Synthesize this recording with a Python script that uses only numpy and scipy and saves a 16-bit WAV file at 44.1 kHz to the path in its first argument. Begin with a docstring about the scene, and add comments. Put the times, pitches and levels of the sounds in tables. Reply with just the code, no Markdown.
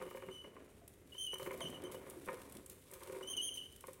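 """Two hamsters run in plastic wheels in a wire cage, in a small room. At first the wheels knock on their
loose axles, each impact ringing their modes, and a dry axle squeaks faintly by stick-slip friction.
In a lull the tray rumbles under soft footfalls. After a second the squeaks return, then harder knocks
and the hollow thuds of running bodies. Claws patter and scrabble on the plastic through the third
second; the loudest bout of squeaks follows, and two last knocks sound over the still air."""
import sys
import numpy as np
from scipy import signal
from scipy.fft import rfft, irfft
from scipy.io import wavfile

SR = 44100
rng = np.random.default_rng(int(sys.argv[2]) if len(sys.argv) > 2 else 0)


def master(y):
    """Save y as 16-bit WAV."""
    cut = np.clip(np.atleast_2d(y).T, -1, 1)
    pcm = np.round(cut * 32767)  # scale
    wavfile.write(sys.argv[1], SR, pcm.astype(np.int16))


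N = 176400
TIME = np.arange(N) / SR

# Levels in the tables are relative, within each table.
# impacts of a wheel on its axle: start_s, level_db, heaviness_db (heavier is duller)
KNOCKS = [(0.014, -35.5, -11.5), (0.024, -38.5, -9), (0.065, -32, 0.5), (0.111, -38, -11),
          (0.147, -32, -1.5), (0.172, -39.5, -11.5), (0.223, -34, -10), (0.234, -36, -1),
          (0.286, -33, -5.5), (0.444, -44, -10), (0.566, -46, -14.5), (1.147, -46, -8), (1.332, -30.5, -7),
          (1.356, -42.5, -13.5), (1.397, -35.5, -11), (1.418, -31, -0.5), (1.462, -35, -11),
          (1.472, -30, -7), (1.508, -31.5, -14), (1.541, -28, 6), (1.606, -37, -15), (1.629, -38, -6),
          (1.741, -37, 1), (1.839, -41.5, -9), (1.895, -41.5, -8), (1.945, -32.5, 0), (2.065, -40.5, -9),
          (2.276, -38.5, -13.5), (2.2864, -28.5, -15), (2.549, -45.5, -8), (2.924, -41.5, -4),
          (3.017, -46, -15), (3.076, -35, -1), (3.097, -33, -3.5), (3.126, -38, -6), (3.163, -32, -2),
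          (3.21, -33.5, -5.5), (3.257, -41.5, 6), (3.84, -40.5, -10.5), (3.883, -36.5, -6.5)]
# normal modes of wheel and cage: pitch_hz, level_db, t60_s
WHEEL_MODES = [(174.6,-21,0.09),(241.5,-31,0.39),(376.5,-6,0.11),(521.7,-4,0.066),(571,-11.5,0.068),(627,-14.5,0.032),(928.5,-10,0.049),(1006,-9,0.051),(1069,-6,0.028),(1239,-10.5,0.048),(1455,-16,0.039),(1670,-16,0.042),(1838,-19.5,0.045),(2107,-11.5,0.037),(2340,-13,0.02)]
# bumps of a body against a wheel: start_s, pitch_hz, level_db
THUDS = [(0.274,190,-50.5),(0.815,688,-57),(1.425,128,-50),(1.471,372.4,-35),(1.61,662,-44.5),(1.642,178,-40.5),(1.69,239,-46),(1.837,362.5,-37),(2.166,347,-44),(2.334,479,-41),(2.548,209,-51),(2.581,240,-53)]
# envelope of the rolling rattle: time_s, level_db
RATTLE_LEVEL = [(0.0, -44), (0.02, -46), (0.3, -64), (0.32, -56.5), (1.08, -79), (1.3, -65), (1.34, -59),
                (1.38, -55), (1.47, -44.5), (1.65, -52.5), (2.16, -54), (2.26, -89), (2.28, -42),
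                (2.46, -55.5), (2.86, -67), (2.93, -53), (2.97, -52.5), (3.17, -46.5), (3.3, -54.5),
                (3.79, -69), (3.85, -76), (4.0, -56.5)]
# envelope of the tray's rumble: time_s, level_db
TRAY_LEVEL = [(0.0, -59), (0.21, -77), (0.28, -58.5), (0.41, -75), (0.47, -55.5), (0.52, -66.5),
              (0.61, -57.5), (0.67, -66), (1.29, -70.5), (1.32, -77), (1.59, -59), (1.64, -50), (1.82, -57),
              (2.34, -59.5), (2.45, -62.5), (2.6, -60), (2.67, -89), (2.71, -65), (2.97, -82), (3.21, -63),
              (3.24, -59.5), (3.82, -72.5), (3.88, -66.5), (4.0, -72.5)]
# response of the tray: frequency_hz, gain_db
TRAY_SPECTRUM = [(40,-26.5),(110,-1),(170,-1.5),(300,4),(450,0),(680,-6),(850,-13.5),(2200,-18),(4000,-31),(16000,-82)]
# slips of the axle: start_s, length_s, pitch_hz, level_db, overtones_db, wobble_hz
SQUEAKS = [(0.0,0.34,2910,-68,-30,103),(0.313,0.057,3002,-55,-10,25),(0.37,0.052,2984,-57,-15,21),(0.438,0.03,2930,-57.5,-17,30),
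           (1.122,0.015,2910,-51.5,-38,29),(1.146,0.037,3010,-58,-18,32),(1.181,0.064,3102,-45.5,-5.5,59),(1.233,0.0376,3110,-46,-2,45),(1.268,0.052,2949,-43,-44,12),(1.319,0.029,2978,-43.5,-8,39),
           (1.398,0.099,3040,-66.5,-8,64),(1.611,0.035,3064,-47,-6.5,123),(1.649,0.027,3000,-47.5,-13,115),(1.744,0.028,2956,-53.5,-17,46),(1.845,0.032,3080,-58,-3.5,96),(1.945,0.025,2960,-60.5,-20,33),
           (3.228,0.011,2953,-47.5,-8.5,43),(3.245,0.038,2995,-57.5,-18,32),(3.273,0.03,3090,-48,-1,60),(3.302,0.029,3140,-45.5,2,62),(3.33,0.015,3020,-41,-10,69),(3.368,0.009,3100,-43.5,1.5,40),(3.377,0.038,2955,-36.5,-20,21),
           (3.415,0.073,3165,-42,-1.5,34),(3.488,0.0067,2970,-37,-12,40),(3.499,0.039,3114,-54.5,-7,64),(3.541,0.025,3130,-53,6.5,41),(3.572,0.012,2987,-44,-13,60),(3.59,0.014,3006,-48,-11,58),(3.613,0.014,2963,-47.5,-22,40),(3.632,0.045,3030,-55.5,-40.5,70)]
# harmonics of a squeak: harmonic_number, level_db
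OVERTONES = [(2,-5.5),(3,-2),(4,-16),(5,-20)]
# reflections of the squeak from wheel, tray and table: delay_s, gain_db
ECHOES = [(.0023,-11),(.0052,-12),(.0091,-13),(.0137,-14)]
# sharp claw strikes: peak_s, level_db, body_db (low band relative to high)
CLAW_STRIKES = [(0.025, -52.5, -6.5), (0.8796, -45, -15), (0.939, -56.5, -10.5), (1.2685, -44, -27),
                (1.341, -40.5, -14), (1.3842, -42.5, -19), (1.43, -44.5, -7.5), (1.5765, -48.5, -17),
                (1.6063, -47, -4), (1.702, -45, -34), (1.8208, -50, -10), (1.839, -46.5, -13),
                (1.9212, -44, -15), (2.1, -41, -33), (2.26, -45.5, -17), (2.3438, -50.5, -5),
                (2.4182, -50.5, -7.5), (2.498, -49, -21), (2.524, -45, -16), (2.552, -49.5, -13),
                (2.57, -46, -9.5), (2.6628, -42.5, -18), (2.6993, -40.5, -18), (2.7174, -50.5, -19),
                (2.915, -43.5, -28), (2.9376, -38.5, -16), (3.0346, -44.5, -11), (3.075, -48.5, -8.5),
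                (3.3681, -46, -12), (3.726, -51.5, -21), (3.7628, -45.5, -13), (3.809, -46, -14),
                (3.871, -44.5, -18), (3.933, -46.5, -24)]
# envelope of the scratching feet: time_s, level_db
SCRATCH_LEVEL = [(0.0, -66), (0.34, -68.5), (0.61, -71.5), (0.99, -76.5), (1.15, -63), (1.39, -87),
                 (1.49, -71), (1.65, -59.5), (1.87, -71.5), (2.35, -61.5), (2.54, -66), (2.67, -72),
                 (2.78, -69), (3.12, -58.5), (3.44, -78), (3.56, -69), (3.89, -64), (4.0, -80)]
# spectrum of claw scratches and axle rasp: frequency_hz, gain_db
FRICTION_SPECTRUM = [(100,-39),(1500,-1.5),(3500,4.5),(4600,-1),(7000,0),(8500,6),(11000,4),(15500,-3)]
# a foot scrabbling for grip: start_s, length_s, level_db
SCRABBLES = [(0.006,0.036,-65.5),(0.068,.028,-68),(0.101,0.014,-61),(0.155,0.031,-62),(1.395,0.031,-58.5),(1.432,0.047,-58.5),(1.51,0.0091,-55.5),(1.527,0.026,-57.5),(1.915,0.041,-57),(2.106,0.0051,-53.5),(2.936,0.019,-59),(2.705,0.028,-59.5),(3.552,.035,-58),(3.93,0.017,-62)]
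# spectrum of its ticks: frequency_hz, gain_db
SCRABBLE_SPECTRUM = [(500,-24),(2500,-1),(5500,-6),(8500,0),(11000,0.5),(15500,-1.5)]
# still air of the room: frequency_hz, gain_db
AIR_SPECTRUM = [(15, -59), (25, -2.5), (69, 11.5), (313, -2.5), (389, 5), (762, -17.5), (1490, -15.5),
                (2120, -13), (4380, -26.5), (7100, -20.5), (8350, -23.5), (15500, -33)]


def knocks(contacts=4, rebound_s=0.008, first_loss_db=11.25, later_loss_db=7.5):
    """Inelastic impact: a wheel drops against its axle and loses energy at every rebound."""
    start_s, level_db, heaviness_db = np.transpose(KNOCKS)[:, :, None]
    gaps = rebound_s * rng.uniform(0.3994, 1.6, (len(start_s), contacts))
    times = start_s + np.cumsum(gaps, axis=1) - gaps
    bounce = np.arange(contacts)
    loss_db = (bounce > 0) * (first_loss_db + later_loss_db * (bounce - 1))
    sizes = from_db(level_db - 7 - loss_db)
    upper_db = np.repeat(-10 - heaviness_db, contacts)
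    return wheel(times.ravel(), sizes.ravel(), upper_db)


def wheel(times, sizes, upper_db, scatter_db=3.5, split_hz=800, grind_s=0.0035, top_hz=2680):
    """Modal superposition: each contact cracks, grinds and rings the modes in a mixture of its own."""
    upper = from_db(upper_db)
    contact = clicks(times, sizes * upper)
    grind_envelope = signal.lfilter([1], [1, -np.exp(-1 / (grind_s * SR))], contact + 1e-18)
    out = from_db(17) * contact + from_db(-15) * grind_envelope * rng.standard_normal(N)
    for k, (hz, db, t60_s) in enumerate(WHEEL_MODES):
        scatter = scatter_db * rng.standard_normal(len(times))
        strength = sizes * from_db(db + scatter) * (upper if hz > split_hz else 1)
        out += (-1) ** k * ring(clicks(times, strength), hz, t60_s)
    # the knocks and their ringing carry little treble
    return signal.sosfilt(signal.butter(6, top_hz, fs=SR, output="sos"), out)


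def thuds(push_s=0.0019, t60_s=0.13):
    """Damped free vibration: a body's soft push leaves a hollow note, pitched by where it lands."""
    out = np.zeros(N)
    for start_s, hz, db in THUDS:
        age = np.maximum(TIME - start_s, 0)
        envelope = from_db(db - 60 * age / t60_s) * (1 - np.exp(-age / push_s))
        out += envelope * np.sin(2 * np.pi * hz * age)
    return out


def rolling():
    """Random excitation: footfalls and play in the axles rattle the wheels and shake the tray."""
    impacts = grains(per_s=300, spread_db=3)
    hits = np.flatnonzero(impacts)
    rattle = unit_power(wheel(hits / SR, impacts[hits], upper_db=-2, scatter_db=4))
    rumble = colour(grains(per_s=500, spread_db=2.5), TRAY_SPECTRUM)
    return from_db(-7) * level(RATTLE_LEVEL) * rattle + from_db(1) * level(TRAY_LEVEL) * rumble


def axle(judder_hz=55, edge_s=0.006, flutter_db=2, rasp_db=-26):
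    """Stick-slip friction: nearly a pure tone under light rubbing, higher and shriller when pressed."""
    judder_rate = judder_hz * (1 + 0.45 * drift(39.76))
    judder = np.sin(2 * np.pi * np.cumsum(judder_rate) / SR)
    wobble = judder + 0.38 * drift(340)   # rough surfaces add jitter to the pitch
    roughness = [unit_power(1 + 0.3 * drift(220)) for _ in OVERTONES]
    flutter = from_db(flutter_db * np.clip(drift(80), -2, 2))
    out = np.zeros(N)
    for start_s, length_s, hz, db, overtones_db, wobble_hz in SQUEAKS:
        ramp = gate(start_s, length_s, edge_s)
        on = ramp > 0
        phase = 2 * np.pi * np.cumsum(hz + wobble_hz * wobble[on]) / SR
        tone = np.sin(phase)
        for (harmonic, harmonic_db), rough in zip(OVERTONES, roughness):
            tone += from_db(overtones_db + harmonic_db) * rough[on] * np.sin(harmonic * phase)
        envelope = np.sin(np.pi / 2 * ramp[on]) ** 2
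        out[on] += np.sqrt(2) * from_db(db - 2.5) * envelope * tone
    rasp = colour(np.abs(out) * grains(per_s=4000, spread_db=-0.5), FRICTION_SPECTRUM)
    return out * flutter + from_db(rasp_db) * rasp


def claws(rise_s=0.0028, split_hz=7050, step_rate_hz=35, step_swing_db=3):
    """Friction noise from tiny impacts: claws scratch in uneven steps, and some strike hard and skid."""
    peak_s, level_db, body_db = np.transpose(CLAW_STRIKES)
    age = TIME[:SR // 10] / rise_s
    swell = (age * np.exp(1 - age)) ** 2
    skids = np.zeros(N)
    for band, band_db in (("high", level_db - 5.5), ("low", level_db + body_db + 3)):
        envelope = signal.fftconvolve(clicks(peak_s - rise_s, from_db(band_db)), swell)[:N]
        band_filter = signal.butter(3, split_hz, band, fs=SR, output="sos")
        skids += signal.sosfilt(band_filter, envelope * grains(per_s=5000, spread_db=2))
    steps = unit_power(from_db(step_swing_db * np.clip(drift(step_rate_hz), -2, 2)))
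    scratch = from_db(-2.5) * level(SCRATCH_LEVEL) * steps * grains(per_s=2500, spread_db=2.5)
    return colour(scratch + skids, FRICTION_SPECTRUM)


def scrabbles(edge_s=0.0022):
    """Shot noise: as a foot seeks grip, dense claw ticks merge into a short, crisp burst."""
    grip = sum(from_db(db) * gate(start_s, length_s, edge_s) for start_s, length_s, db in SCRABBLES)
    return colour(grip * grains(per_s=2200, spread_db=1), SCRABBLE_SPECTRUM)


def reflections(x):
    """Early reflection: nearby surfaces return delayed, weaker copies of the sound."""
    return x + sum(from_db(db) * np.interp(TIME - delay_s, TIME, x, left=0) for delay_s, db in ECHOES)


def room(x, wet_db, t60_s=0.59, gap_s=0.0065):
    """Reverberation: a diffuse field follows the direct sound and decays exponentially."""
    t = TIME[:SR]
    tail = rng.standard_normal(SR) * np.exp(-np.log(1000) * t / t60_s) * (t > gap_s)
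    return x + from_db(wet_db) * signal.fftconvolve(x, tail / np.linalg.norm(tail))[:N]


def air(level_db=-65.5):
    """Stationary noise: the still air of the room is a faint, low hush."""
    return from_db(level_db) * unit_power(colour(rng.standard_normal(N), AIR_SPECTRUM))


def from_db(db):
    """Amplitude ratio of a level in decibels."""
    return 10 ** (np.asarray(db) / 20)


def unit_power(x):
    """Normalisation to a mean square of one."""
    return x / np.sqrt(np.mean(x ** 2) + 1e-20)


def level(rows):
    """Amplitude envelope through (time_s, level_db) points."""
    return from_db(np.interp(TIME, *np.transpose(rows)))


def gate(start_s, length_s, edge_s):
    """Trapezoidal window, half open at its start and end times."""
    return np.clip(np.minimum(TIME - start_s, start_s + length_s - TIME) / edge_s + 0.5, 0, 1)


def drift(rate_hz):
    """Low-pass noise: a random wander of unit power."""
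    pole = np.exp(-2 * np.pi * rate_hz / SR)
    wander = signal.lfilter([1], [1, -2 * pole, pole * pole], rng.standard_normal(N + SR))
    return unit_power(wander[SR:])


def colour(x, spectrum):
    """Minimum-phase filter of unit power gain, shaped by (frequency_hz, gain_db) points."""
    hz, db = np.transpose(spectrum)
    grid_hz = np.linspace(1, SR / 2, 2049)
    magnitude = unit_power(from_db(np.interp(np.log(grid_hz), np.log(hz), db)))
    cepstrum = irfft(np.log(magnitude))
    half = len(cepstrum) // 2
    causal = np.r_[cepstrum[0], 2 * cepstrum[1:half], np.zeros(half)]
    return signal.fftconvolve(x, irfft(np.exp(rfft(causal))))[:N]


def clicks(times, sizes):
    """Ideal impulses at the given times in seconds."""
    return np.bincount(np.clip(times * SR, 0, N).astype(int), sizes, N + 1)[:N]


def grains(per_s, spread_db):
    """Poisson process of tiny impacts, uneven in size, at unit power."""
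    sizes = from_db(spread_db * np.minimum(rng.exponential(1, N), 4)) * rng.choice([-1, 1], N)
    return unit_power(sizes * (rng.random(N) < per_s / SR))


def ring(x, hz, t60_s):
    """Damped resonator: one mode, falling 60 dB in t60_s."""
    radius = np.exp(-np.log(1000) / (t60_s * SR))
    real_part = radius * np.cos(2 * np.pi * hz / SR)
    return signal.lfilter([1, -real_part], [1, -2 * real_part, radius * radius], x + 1e-18)


def scene():
    """Superposition: wheels, claws and axle reverberate in the room and add to the still air."""
    hush = air()
    wheels = room(knocks() + thuds() + rolling(), wet_db=-9)
    feet = room(claws() + scrabbles(), wet_db=-6.5)
    squeaks = room(reflections(axle()), wet_db=-8.5)
    return (wheels + feet + squeaks + hush)[None]


def record(dry):
    """Band limiting: a steep low-pass filter removes the treble above 15.9 kHz."""
    return signal.sosfilt(signal.ellip(10, 0.2, 70, 15900, fs=SR, output="sos"), dry)


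dry = scene()
out = record(dry)
master(out)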